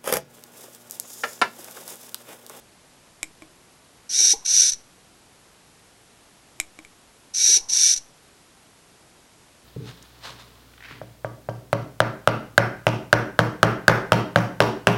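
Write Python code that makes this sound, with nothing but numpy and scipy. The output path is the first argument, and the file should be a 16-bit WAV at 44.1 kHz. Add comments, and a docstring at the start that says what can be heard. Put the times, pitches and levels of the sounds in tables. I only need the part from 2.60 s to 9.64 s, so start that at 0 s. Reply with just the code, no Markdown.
"""Servo-driven burette on a workbench

A small, quiet room with a steady hiss; one microphone close to the bench. A push button clicks, and a
hobby servo swings the stopcock of a burette open and shut; this happens twice. The gear teeth rattle in
the servo's plastic case with a faint whine, the stand rings with soft knocks, and each time a short
squirt of liquid stirs up bubbles in a glass flask."""
import sys
import numpy as np
from scipy import signal
from scipy.fft import rfft, irfft
from scipy.io import wavfile

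SR = 44100
rng = np.random.default_rng(int(sys.argv[2]) if len(sys.argv) > 2 else 0)


def store_wav(level_fs):
    """Save 16-bit WAV to argv[1]."""
    pcm = np.round(np.clip(np.atleast_2d(level_fs), -1, 1) * 32767)
    wavfile.write(sys.argv[1], SR, pcm.T.astype(np.int16))


N = 310508
TIME = np.arange(N) / SR

# Spectrum of the room tone. Each row: frequency in Hz, relative density in dB.
ROOM_TONE = [(15, -37.5), (25, -4), (91, -1), (124, 0), (314, -2), (386, -2), (475, -4), (555, -4.5),
             (682, -4), (797, -5), (1240, -7.5), (1870, -9.5), (11100, -14.5), (12000, -15.5),
             (15600, -55.5), (22000, -120)]
# Liquid running into the flask. Each row: start in seconds, stop in seconds, level in dB.
SQUIRTS = [(1.72, 1.936, -57), (4.974, 5.20, -56.5)]
# The servo rocking the stand. Each row: time in seconds, strength in dB.
STAND_KNOCKS = [(1.600, -44.5), (1.645, -40.5), (1.734, -33), (4.888, -41.5), (4.968, -45)]
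# Modes of the burette in its clamp, of the bench and of the button.
# Each row: frequency in Hz, gain in dB, time to fall by 60 dB in seconds.
CLAMP_MODES = [(338, 1.5, 0.18), (454, 4, .05), (526, -9, .04), (674, -10, 0.025), (820, 0, 0.071),
               (930, -27, 0.0327), (1086, -17.5, .04)]
BENCH_MODES = [(318.4, -2.5, 0.13), (490, -31, .05), (615, -7.5, 0.048), (715, -21, 0.079),
               (1067, -11, 0.065)]
BUTTON_MODES = [(632, -34, 0.016), (1020, -54, 0.0082), (2150, -29, 0.0097), (2317, -7.5, 0.012),
                (2350, -16, 0.0063), (2990, -22, 0.0066), (3890, -21.5, 0.012), (5340, -15, 0.0046),
                (6620, -12.5, 0.0071), (7260, -3.5, 0.0026), (8240, -9.5, 0.0067), (9300, -16, 0.0073),
                (11600, -14.5, 0.0049)]
# Presses and releases. Each row: time in seconds, snap in dB, its low-pass in Hz, bench thud in dB.
BUTTON_SNAPS = [(0.6302, -5, 10400, -37.5), (0.8215, -19, 1800, -37), (4.0004, -1.5, 11900, -40.5),
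                (4.1894, -15.5, 1800, -39), (4.249, -18, 1800, -71)]
# Resonances of the servo case, one of them a dip. Each row: frequency in Hz, width in Hz, lift in dB.
CASE_RESONANCES = [(1498, 59, 20.5), (1694, 260, 4), (2087, 150, -18.5), (2293, 84, 9.5), (2775, 180, 4),
                   (3760, 245, 10.5), (4110, 130, 7), (4405, 120, 11), (5040, 300, 5), (5694, 380, 19),
                   (6066, 460, 14.5), (6350, 190, 2), (7500, 400, 5), (8700, 440, 8.5), (10220, 1600, 6)]
# Gear whine before the case colours it.
# Each row: multiple of the tooth rate, relative level in dB while opening, the same while shutting.
WHINE_OVERTONES = [(2, -13, -17), (3, -18.5, -24), (4, -25.5, -26), (5, -36, -16.5)]
# Servo swings, opening and shutting in turn. Each row: start in seconds, stop in seconds,
# tooth rate at full speed in Hz, level in dB, jolt in dB as the play is taken up.
SWINGS = [(1.491, 1.727, 1893, -15, -33), (1.847, 2.097, 1788, -14.5, -21.5),
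          (4.736, 4.972, 1929, -14.5, -28), (5.085, 5.339, 1782, -14.5, -25)]

PINION_TEETH = 5
# The gears grow louder as they gather speed; after the stop they fade fast, then coast out faintly.
ATTACK_S, START_DB, SWELL_S = .004, -16.5, 0.05
BRAKE_DB_PER_S, COAST_DB, COAST_DB_PER_S = 948, -19.5, 164
# The teeth catch shortly after each start, then run slack for a moment.
TAKE_UP_AFTER_S, TAKE_UP_S, SLACK_S, SLACK_DB = .010, 0.0068, 0.015, -2
# Shutting, the stopcock passes a tight spot, the servo eases off, and the gears bounce in their play.
TIGHT_AFTER_S, TIGHT_S, TIGHT_DB = .152, 0.0082, -2
EASE_S, EASE_DB = 0.066, -3.5
REBOUND_AFTER_S, REBOUND_GAP_S, REBOUND_S, REBOUND_DB, REBOUND_LOSS_DB = 0.0214, .013, 0.0055, -8.5, 3.5


def from_db(db):
    """Decibels to gain."""
    return 10 ** (np.asarray(db) / 20)


def rms_one(x):
    """Scale to unit rms."""
    return x / np.sqrt(np.mean(x ** 2) + 1e-20)


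def butter(x, hz, kind, order=2):
    """Causal low- or high-pass."""
    return signal.sosfilt(signal.butter(order, hz, kind, fs=SR, output="sos"), x + 1e-18)


def drift(rate_hz):
    """A slow random wander of unit rms."""
    knots = rng.standard_normal(N // 40)
    return rms_one(np.interp(TIME * rate_hz * 2, np.arange(len(knots)), knots))


def gate(start, stop, edge_s):
    """Rises to one from start and falls to zero from stop."""
    return np.clip((TIME - start) / edge_s, 0, 1) * np.clip((stop - TIME) / edge_s + 1, 0, 1)


def taps(rows):
    """One click for each (seconds, dB)."""
    clicks = np.zeros(N)
    for at, db in rows:
        clicks[round(at * SR)] += from_db(db)
    return clicks


def settle(clicks, decay_s):
    """Each click becomes a step that dies away exponentially."""
    return signal.lfilter([1], [1, -np.exp(-1 / (decay_s * SR))], clicks + 1e-18)


def ring(clicks, modes):
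    """Each click sets every (Hz, dB, t60) mode ringing as a damped sine."""
    ringing = 0
    for hz, db, t60 in modes:
        radius, angle = from_db(-60 / (t60 * SR)), 2 * np.pi * hz / SR
        feedback = [1, -2 * radius * np.cos(angle), radius * radius]
        ringing += signal.lfilter([0, from_db(db) * np.sin(angle)], feedback, clicks + 1e-18)
    return ringing


def ring_opposed(clicks, modes):
    """Ringing in which neighbouring modes swing in opposite directions."""
    return ring(clicks, modes[::2]) - ring(clicks, modes[1::2])


def room_tone(level_db):
    """The steady hiss of the room, strongest in the bass."""
    hz, db = np.transpose(ROOM_TONE)
    bin_hz = np.arange(N // 2 + 1) * SR / N
    gain = from_db(np.interp(np.log(bin_hz + 1), np.log(hz), db))
    return from_db(level_db) * rms_one(irfft(rfft(rng.standard_normal(N)) * gain, N))


def room(direct, t60, tail_db, echo_db, wall_hz):
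    """The direct sound reaches the microphone with a soft echo off things nearby and a short tail."""
    t = TIME[:SR // 2]
    tail = rng.standard_normal(len(t)) * from_db(-60 * t / t60) * (t > .002)
    echo = rng.standard_normal(len(t)) * np.exp(-np.abs(t - .0098) / .003)
    response = from_db(tail_db) * tail / np.linalg.norm(tail)
    response += from_db(echo_db) * echo / np.linalg.norm(echo)
    return direct + signal.fftconvolve(direct, butter(response, wall_hz, "low", order=1))[:N]


def bass_bumps(snap_gain_db, swing_db, lag_s, settle_s, top_hz):
    """A small step of pressure settles slowly with each button snap and just after each swing."""
    with_snaps = [(at, db + snap_gain_db) for at, db, *_ in BUTTON_SNAPS]
    after_swings = [(stop + lag_s, swing_db) for _, stop, *_ in SWINGS]
    return -butter(settle(taps(with_snaps + after_swings), settle_s), top_hz, "low")


def squirt(bubbles_per_s, low_hz, high_hz, t60):
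    """The thin jet stirs up many tiny bubbles in the flask, each ringing at one of eight pitches."""
    flow = sum(from_db(db) * gate(start, stop, 0.016) for start, stop, db in SQUIRTS)
    pitches = np.geomspace(low_hz, high_hz, 8)
    births = (rng.random(N) < bubbles_per_s / SR) * rng.standard_normal(N)
    pitch_index = rng.integers(0, len(pitches), N)
    bubbles = sum(ring(births * (pitch_index == k), [(hz, 0, t60)]) for k, hz in enumerate(pitches))
    return flow * rms_one(bubbles)


def stand(chatter, chatter_s):
    """Each knock makes the burette ring and chatter briefly in its clamp."""
    knocks = taps(STAND_KNOCKS)
    contacts = 0.5 * knocks + chatter * settle(knocks, chatter_s) * rng.standard_normal(N)
    return ring_opposed(contacts, CLAMP_MODES)


def button(crack_db, low_cut_hz):
    """The spring snaps over with a dry tick, and the push reaches the bench as a small thud."""
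    snaps = sum(butter(taps([(at, db)]), top_hz, "low", order=1) for at, db, top_hz, _ in BUTTON_SNAPS)
    thuds = taps([(at, thud_db) for at, _, _, thud_db in BUTTON_SNAPS])
    tick = ring_opposed(snaps, BUTTON_MODES) + from_db(crack_db) * snaps
    return butter(tick, low_cut_hz, "high") + ring(thuds, BENCH_MODES)


def tooth_rate(spin_up_s, coast_s, wander):
    """The motor runs up to speed, wavers with the friction of the stopcock and coasts to rest."""
    rate_hz = np.zeros(N)
    for start, stop, full_hz, *_ in SWINGS:
        run_up = 1 - np.exp(-np.maximum(TIME - start, 0) / spin_up_s)
        coast = np.exp(-np.maximum(TIME - stop, 0) / coast_s)
        rate_hz += full_hz * run_up * coast
    return rate_hz * (1 + wander * drift(25))


def jolt(start, length_s, db, rise_s=0.00216, fall_db_per_s=1500):
    """Envelope of a brief burst of effort in the gears that dies away quickly."""
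    rise = np.clip((TIME - start) / rise_s, 0, 1)
    return rise * from_db(db - fall_db_per_s * np.maximum(TIME - start - length_s, 0))


def gear_effort():
    """Loudness of the gears: each swing catches, swells and brakes; shutting adds three more jolts."""
    effort = np.zeros(N)
    for k, (start, stop, _, db, take_up_db) in enumerate(SWINGS):
        since_start, since_stop = np.maximum(TIME - start, 0), np.maximum(TIME - stop, 0)
        attack = np.minimum(since_start / ATTACK_S, 1)
        swell = from_db(START_DB * np.exp(-since_start / SWELL_S))
        caught = start + TAKE_UP_AFTER_S + TAKE_UP_S
        slack = from_db(SLACK_DB * gate(caught, caught + SLACK_S, .002))
        brake = from_db(-BRAKE_DB_PER_S * since_stop)
        coast = from_db(COAST_DB - COAST_DB_PER_S * since_stop)
        turning = from_db(db) * attack * swell * slack * np.maximum(brake, coast)
        jolts = jolt(start + TAKE_UP_AFTER_S, TAKE_UP_S, take_up_db)
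        if k % 2:  # shutting
            turning *= from_db(EASE_DB * np.clip((TIME - stop) / EASE_S + 1, 0, 1))
            jolts += jolt(start + TIGHT_AFTER_S, TIGHT_S, db + TIGHT_DB)
            for n in range(2):
                rebound_at = stop + REBOUND_AFTER_S + n * REBOUND_GAP_S
                jolts += jolt(rebound_at, REBOUND_S, db + REBOUND_DB - n * REBOUND_LOSS_DB)
        effort += np.hypot(turning, jolts)
    return effort


def gear_whine(teeth_passed):
    """Overtones of the tooth rate; their balance shifts as other flanks meet on the way back."""
    opening = sum(gate(start, stop, .05) for start, stop, *_ in SWINGS[::2])
    whine = np.zeros(N)
    for multiple, open_db, shut_db in WHINE_OVERTONES:
        gain = from_db(shut_db + (open_db - shut_db) * opening)
        whine += gain * np.sqrt(2) * np.sin(2 * np.pi * multiple * teeth_passed)
    return whine


def gear_rattle(teeth_passed, impact_gain):
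    """Teeth strike, slide and whine, and the plastic case rings with them; unit rms while running."""
    meetings = np.diff(np.floor(teeth_passed), prepend=0)
    impacts = meetings * rng.standard_normal(N) * np.sqrt(SR / SWINGS[0][2])
    sliding = rng.standard_normal(N) * (1 + 0.2 * np.cos(2 * np.pi * teeth_passed))
    meshing = impact_gain * impacts + sliding + gear_whine(teeth_passed)
    rattle = butter(meshing, 1904, "high", order=8)  # the small case radiates little bass
    for hz, width_hz, lift_db in CASE_RESONANCES:
        band = signal.lfilter(*signal.iirpeak(hz, hz / width_hz, fs=SR), rattle)
        rattle += (from_db(lift_db) - 1) * band
    rattle = butter(rattle, 14230, "low")
    running = sum(gate(start, stop, .005) for start, stop, *_ in SWINGS)
    return rattle / np.std(rattle[running > .5])


def rotor_hum(teeth_passed, hum_db, octave_db, flutter):
    """The rotor hums unsteadily, one cycle a turn and an octave above."""
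    angle = 2 * np.pi * teeth_passed / PINION_TEETH + flutter * drift(32)
    fundamental = from_db(hum_db) * (1 + flutter * drift(40)) * np.sin(angle)
    octave = from_db(octave_db) * (1 + flutter * drift(13)) * np.sin(2 * angle)
    return fundamental + octave


def servo(rattle_db, throb_db):
    """Rattle and hum follow the speed of the motor and the effort of the gears."""
    teeth_passed = np.cumsum(tooth_rate(spin_up_s=.018, coast_s=.05, wander=.006)) / SR
    rattle = from_db(rattle_db) * gear_rattle(teeth_passed, impact_gain=0.77)
    throb = from_db(throb_db * drift(90))  # the gears are not quite round
    hum = rotor_hum(teeth_passed, hum_db=-36.5, octave_db=-45.5, flutter=0.3)
    return gear_effort() * (rattle * throb + hum)


def scene():
    """Everything stands on one bench, close to a single microphone."""
    bench = servo(rattle_db=0.3, throb_db=0.35)
    bench += button(crack_db=-8.5, low_cut_hz=110)
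    bench += stand(chatter=0.053, chatter_s=0.0091)
    bench += squirt(bubbles_per_s=1300, low_hz=785, high_hz=1090, t60=.025)
    at_microphone = room(bench, t60=0.15, tail_db=-15, echo_db=-14.5, wall_hz=12000)
    at_microphone += bass_bumps(snap_gain_db=-41, swing_db=-42, lag_s=0.031, settle_s=0.049, top_hz=55.6)
    at_microphone += room_tone(level_db=-54.5)
    return at_microphone[None]


def record(dry):
    """The treble is cut steeply above 11750 Hz."""
    return signal.sosfilt(signal.ellip(12, .1, 80, 11750, fs=SR, output="sos"), dry)


dry = scene()
out = record(dry)
store_wav(out)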